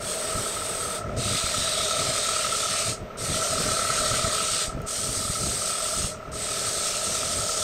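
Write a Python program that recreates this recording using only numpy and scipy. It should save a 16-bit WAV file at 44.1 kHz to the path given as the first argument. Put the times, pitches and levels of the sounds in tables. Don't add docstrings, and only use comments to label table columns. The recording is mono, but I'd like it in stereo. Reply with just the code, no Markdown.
import sys
import numpy as np
from scipy import signal
from scipy.fft import rfft, irfft, next_fast_len
from scipy.io import wavfile
from scipy.ndimage import uniform_filter1d, map_coordinates

SR = 44100
rng = np.random.default_rng(int(sys.argv[2]) if len(sys.argv) > 2 else 0)


def unload_wav(signal):
    wavfile.write(
        sys.argv[1],
        SR,
        np.round(np.clip(np.atleast_2d(signal).T, -1, 1) * 32767).astype(np.int16),
    )


N = 336473
TURN_HZ = 11.1


def amp(db):
    return 10 ** (np.asarray(db) / 20)


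def unit(x):
    return x / np.sqrt(np.mean(x ** 2) + 1e-20)


def curves(rows):
    knot_s, *columns = np.transpose(rows)
    return [np.interp(np.arange(N) / SR, knot_s, column) for column in columns]


def wobble(rate):
    knots = rng.standard_normal(int(N * rate / SR) + 4)
    return map_coordinates(knots, [np.arange(N) * rate / SR])


def white():
    return rng.standard_normal((2, N))


def filtered(x, response):
    size = next_fast_len(N + SR // 2)
    hz = np.fft.rfftfreq(size, 1 / SR)
    return irfft(rfft(x, size) * response(hz), size)[..., :N]


def coloured(x, points):
    point_hz, point_db = np.transpose(points)
    return filtered(x, lambda hz: amp(np.interp(np.log(hz + 1), np.log(point_hz), point_db)))


def resonate(x, modes):
    def response(hz):
        return sum(amp(db) * 1j * hz * width / (centre ** 2 - hz ** 2 + 1j * hz * width)
                   for centre, width, db in modes)
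    return unit(filtered(x, response))


def steady(x, evenness, span_s):
    power = np.abs(uniform_filter1d(np.mean(x ** 2, axis=0), size=int(span_s * SR)))
    return unit(x / (power + 1e-6) ** (evenness / 2))


# pitch_hz, level_db_per_hz
MACHINE_SPECTRUM = [(20, -5), (60, -8), (105, -17), (200, -1.5), (330, -14), (420, 1.5), (520, -9),
                    (950, -12), (1600, -15), (2600, -18.5), (4500, -26.5), (6100, -27.5), (7500, -39),
                    (12000, -66)]
# pitch_hz, level_db
WHINE_TONES = [(12030, -71), (11930, -76), (12660, -79), (12560, -86)]


def machine(level_db=-41):
    t = np.arange(N) / SR
    whine = sum(amp(db) * np.sin(2 * np.pi * hz * t + 0.6 * wobble(90)) for hz, db in WHINE_TONES)
    return amp(level_db) * unit(coloured(white(), MACHINE_SPECTRUM)) + whine


# start_s, end_s, strength_db (before the overall level)
GUSTS = [(0.0, 0.104, -36), (.15, .95, -42.5), (.3, .43, -33.5), (1.003, 1.356, -32), (1.425, 1.88, -39.5),
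         (1.93, 2.17, -36), (2.54, 2.624, -35), (2.794, 3.074, -38.5), (3.203, 3.406, -33.5),
         (3.504, 3.747, -32.5), (3.75, 4.622, -41), (3.953, 4.32, -35), (4.66, 4.867, -35.5),
         (5.03, 5.332, -35.5), (5.395, 5.573, -33), (5.965, 6.094, -34), (6.24, 6.383, -36.5),
         (6.4, 6.76, -43), (7.056, 7.48, -38)]
# pitch_hz, level_db_per_hz
BUFFET_SPECTRUM = [(12, -27), (30, -6), (60, -3), (105, 2), (170, -4.5), (250, -8), (400, -15.5),
                   (800, -26), (2000, -60)]
# pitch_hz, level_db_per_hz
SLAP_SPECTRUM = [(60, -28), (160, 1), (300, -7), (500, -5), (1200, -46), (4000, -80)]
CALM_DB, GUST_EDGE_S = -44.5, 0.08


def draught(gust_db=2.0, lump_db=3.0, level_db=1.0, slap_db=-9, slap_growth=2.3):
    t = np.arange(N) / SR
    strength = np.full(N, amp(CALM_DB))
    for start_s, end_s, db in GUSTS:
        swell = np.clip(0.5 + np.minimum(t - start_s, end_s - t) / GUST_EDGE_S, 0, 1)
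        strength = np.maximum(strength, amp(db) * swell)
    eddies = np.array([wobble(80), wobble(80)])
    flow = strength * unit(amp(gust_db * wobble(22) + lump_db * eddies))
    rumble = coloured(white() * flow, BUFFET_SPECTRUM)
    slap = coloured(white() * flow ** slap_growth, SLAP_SPECTRUM)
    level = np.sqrt(np.mean(strength ** 2))
    return level * amp(level_db) * (unit(rumble) + amp(slap_db) * unit(slap))


# start_s, push_db (before gain and filter)
THUMPS = [(0.352, -25), (1.16, -29), (1.288, -20), (1.441, -23), (1.582, -26), (1.83, -27), (2.049, -23),
          (2.565, -33), (3.208, -23), (3.343, -20), (3.538, -22), (3.677, -30), (4.001, -26), (4.243, -15),
          (4.68, -23), (4.75, -22), (4.836, -24), (5.093, -26), (5.253, -31), (5.299, -23), (5.438, -22),
          (5.488, -23.5), (6.044, -20.5), (6.286, -37), (7.108, -21), (7.491, -28)]


def thumps(push_s=0.0035, level_db=-2, flutter=0.25, flutter_t60=0.08):
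    out = np.zeros((2, N + SR))
    t = np.arange(SR // 8) / SR
    for start_s, db in THUMPS:
        u = t / (push_s * np.exp(0.26 * rng.standard_normal((2, 1))))
        push = 2 * u * (2 - u) * np.exp(-u) * rng.choice([-1, 1], (2, 1))
        wake = unit(uniform_filter1d(rng.standard_normal((2, len(t))), size=80))
        wake = wake * amp(-60 * t / flutter_t60)
        first = round(start_s * SR)
        out[:, first:first + len(t)] += amp(db + level_db) * (push + flutter * wake)
    return coloured(out[:, :N], [(20, -5), (70, 2.5), (250, 9), (500, -13), (1500, -35), (5000, -70)])


# start_s, strike_db (scales click and ring)
TICKS = [(4.818, -21)]


def ticks(t60=0.0022, ring_hz=6550, ring_db=-29, ring_t60=0.1):
    out = np.zeros((2, N))
    for start_s, db in TICKS:
        age = np.maximum(np.arange(N) / SR - start_s, 0)
        click = 0.5 * white() * amp(-60 * age / t60) * (age > 0)
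        ring = amp(ring_db - 60 * age / ring_t60) * np.sin(2 * np.pi * ring_hz * age)
        out += amp(db) * (click + ring)
    return out


# time_s, ring_db (upper), drone_db (lower)
LOAD = [(0.0, -41.5, -37), (0.3, -33.5, -34.5), (0.65, -36, -37.5), (0.88, -33.5, -38), (1.15, -41.5, -34),
        (1.35, -34, -36), (1.7, -35, -35), (1.95, -32, -32.5), (2.4, -30.5, -36), (2.87, -32.5, -35.5),
        (3.02, -48.5, -43.5), (3.42, -32.5, -32), (3.9, -30, -33.8), (4.25, -29.5, -32.5),
        (4.48, -31, -38.5), (4.8, -42.5, -40), (5.25, -37.5, -39.5), (5.5, -36.4, -37), (5.9, -34, -36.5),
        (6.22, -42.5, -43.5), (6.5, -37.5, -37), (7.63, -34.5, -35.5)]
# pitch_hz, width_hz, level_db (relative)
RING_MODES = [(1311, 45, 10), (1235, 17, -7.5)]
# pitch_hz, width_hz, level_db (relative)
DRONE_MODES = [(624.8, 58, 6.5), (423, 19, -4.5), (526, 100, -12)]
WORKING_DB = -35
THROB_HZ, SAG_HZ_PER_DB = 37.8, 0.05


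def drive(ring_depth_db=6.0, drone_depth_db=1.0, flutter_hz=117.8, flutter_db=2, turn_db=1.0,
          unrest_db=0.97, ring_gain_db=-0.14, drone_gain_db=1.0):
    t = np.arange(N) / SR
    ring_db, drone_db = curves(LOAD)
    rate_hz = THROB_HZ - SAG_HZ_PER_DB * (ring_db - WORKING_DB)
    throb = np.cos(2 * np.pi * np.cumsum(rate_hz) / SR)
    sway_db = turn_db * np.sin(2 * np.pi * TURN_HZ * t) + unrest_db * wobble(20)
    flutter = flutter_db * np.cos(2 * np.pi * flutter_hz * t)
    ring = steady(resonate(white(), RING_MODES), evenness=0.34, span_s=0.02)
    ring = ring * amp(sway_db + flutter - ring_depth_db * throb)
    drone = steady(resonate(white(), DRONE_MODES), evenness=0.083, span_s=0.041)
    drone = drone * amp(-drone_depth_db * throb)
    ring = unit(coloured(ring, [(500, -35), (950, -0.5), (1200, 5.5), (1420, 3.0), (1700, -39),
                                (3500, -27), (9000, -50)]))
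    drone = unit(coloured(drone, [(150, -27), (400, 2.0), (680, 0.5), (900, -9.5), (2000, 5.0),
                                  (8000, -19)]))
    return amp(ring_db + ring_gain_db) * ring + amp(drone_db + drone_gain_db) * drone


FIRST_TOUCH = 0.16


def pressure(touch_s, lift_s, settle_s, ease_s):
    t = np.arange(N) / SR
    lean = 1 - (1 - FIRST_TOUCH) * np.exp(-np.maximum(t - touch_s, 0) / settle_s)
    release = (1 - np.tanh((t - lift_s) / (2 * ease_s))) / 2
    return (t >= touch_s) * lean * release


# touch_s, lift_s, settle_s, ease_s, hiss_db, hiss_drift_db_per_s, rasp_db, rasp_drift_db_per_s,
# fizz_db, rub_db (hollow), graze_db (after the lift)
STROKES = [ (0.0, 0.996, 0.033, 0.011, -39, -3.5, -41, -2.5, -48, -37, -58),
           (1.165, 2.932, .05, 0.019, -32.5, 1, -33.5, -1, -47, -48, -75),
           (3.171, 4.675, 0.045, .018, -32.5, 1.5, -34.5, 2.5, -46.5, -44, -61),
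           (4.863, 6.106, 0.022, 0.019, -34, 0, -39.5, 3, -46, -50, -63),
           (6.316, 7.8, 0.094, .015, -32.5, 2, -37.5, -2, -47, -43, -75)]
# pitch_hz, width_hz, level_db (relative)
WOOD_MODES = [(474, 46, -6), (555, 190, -9)]


def rub():
    level = np.zeros(N)
    for touch_s, lift_s, settle_s, ease_s, *_, rub_db, _ in STROKES:
        level += amp(rub_db) * pressure(touch_s, lift_s, settle_s, ease_s)
    stir = coloured(white(), [(150, -1), (400, -5.5), (650, -13), (1500, 1)])
    return level * resonate(stir, WOOD_MODES)


def grit(spectrum, spike_db, patchy_db):
    grains = white() * amp(spike_db * rng.uniform(-1.6, 1, N))
    bins = signal.stft(grains, nperseg=512)[2]
    field = uniform_filter1d(rng.standard_normal(bins.shape[1:]), size=5, axis=0)
    field = uniform_filter1d(field, size=14, axis=1)
    patchy = signal.istft(bins * amp(patchy_db * unit(field)), nperseg=512)[1][:, :N]
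    return unit(coloured(patchy, spectrum))


def grip(tightest_s, width_s, db):
    t = np.arange(N) / SR
    return amp(db) / (1 + ((t - tightest_s) / width_s) ** 2)


# pitch_hz, level_db_per_hz
RASP_SPECTRUM = [(250, -52), (700, -18), (1300, -8.5), (1900, -3.5), (2700, -2), (3200, -0.5), (3750, 2),
                 (4300, 0.5), (5200, -5.5), (7500, -35)]
HISS_SPECTRUM = [(1500, -34), (3200, -9.5), (4400, -2), (5200, 0.5), (7200, 1), (8000, -7), (9000, -12),
                 (10000, -20), (12000, -30), (15000, -55)]
FIZZ_SPECTRUM = [(6500, -26), (7500, -2), (8200, 2.5), (9300, -2.5), (10800, -9), (12000, -7),
                 (13500, -11.5), (15600, -21)]
# pitch_hz, width_hz, level_db (relative)
GROOVE_MODES = [(3720, 480, 0), (4450, 270, -4)]
# pitch_hz, width_hz, level_db (relative)
BEAD_MODES = [(1538, 35, 6), (1917, 110, -0.5), (4270, 480, -9)]
# tightest_s, half_width_s, level_db
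GROOVE_SQUEEZES = [(1.34, 0.033, -40), (1.73, 0.074, -32.5), (1.85, .6, -36)]
# tightest_s, half_width_s, level_db
BEAD_WRAP = (3.96, .55, -36.3)
RASP_POWER, FIZZ_POWER = 1.47, 1.12
HOVER_S = 0.19


def sanding(runout_db=0.48, tremor_db=0.59, chatter_db=0.5):
    t = np.arange(N) / SR
    rasp = amp(3.0) * grit(RASP_SPECTRUM, spike_db=7, patchy_db=2.0)
    hiss = amp(3.0) * grit(HISS_SPECTRUM, spike_db=9.5, patchy_db=1.68)
    fizz = amp(8) * grit(FIZZ_SPECTRUM, spike_db=8.5, patchy_db=0.9)
    scrape = grit(RASP_SPECTRUM, spike_db=12, patchy_db=3.5)
    squeeze = sum(grip(*row) for row in GROOVE_SQUEEZES)
    folded = squeeze * resonate(scrape, GROOVE_MODES) + grip(*BEAD_WRAP) * resonate(scrape, BEAD_MODES)
    out = np.zeros((2, N))
    for (touch_s, lift_s, settle_s, ease_s, hiss_db, hiss_drift, rasp_db, rasp_drift,
         fizz_db, _, graze_db) in STROKES:
        press = pressure(touch_s, lift_s, settle_s, ease_s)
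        from_middle_s = t - (touch_s + lift_s) / 2
        graze = amp(graze_db) * (t > lift_s) * (t < lift_s + HOVER_S)
        out += (press * amp(hiss_db + hiss_drift * from_middle_s) + graze) * hiss
        out += press ** RASP_POWER * (amp(rasp_db + rasp_drift * from_middle_s) * rasp + folded)
        out += press ** FIZZ_POWER * amp(fizz_db) * fizz
    runout = runout_db * np.sin(2 * np.pi * TURN_HZ * t)
    return out * amp(runout + tremor_db * wobble(25) + chatter_db * wobble(160))


# pitch_hz, t60_s
WORKSHOP_DECAY = [(300, 0.15), (3000, 0.23), (8000, 0.21), (15000, 0.085)]


def workshop(x):
    out = np.zeros((2, N))
    block = SR // 5
    for start in range(0, N, block):
        hz, t, bins = signal.stft(rng.standard_normal((2, SR // 3)), SR, nperseg=256)
        t60 = np.interp(hz, *np.transpose(WORKSHOP_DECAY))
        tail = signal.istft(bins * amp(-60 * t / t60[:, None]), SR, nperseg=256)[1]
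        tail = tail / np.linalg.norm(tail[0])
        echo = signal.fftconvolve(x[:, start:start + block], tail, axes=1)[:, :N - start]
        out[:, start:start + echo.shape[1]] += echo
    return out


def scene():
    lathe = machine() + drive() + rub()
    air = draught() + thumps()
    paper = sanding()
    return lathe + air + ticks() + paper + amp(-12.5) * workshop(paper)


# pitch_hz, gain_db
PORT_RESPONSE = [(1000, 1), (2200, 1.1), (4000, 0), (7600, 0.5), (7880, 3.5), (8040, 16.5), (8500, 12.5),
                 (9200, 8), (10000, 6.5), (10700, 3), (12000, 2), (14000, 0.5)]
TOP_HZ = 15750


def record(dry):
    ports = np.array([dry[0], coloured(dry[1], PORT_RESPONSE)])
    return filtered(ports, lambda hz: hz < TOP_HZ)


dry = scene()
out = record(dry)
unload_wav(out)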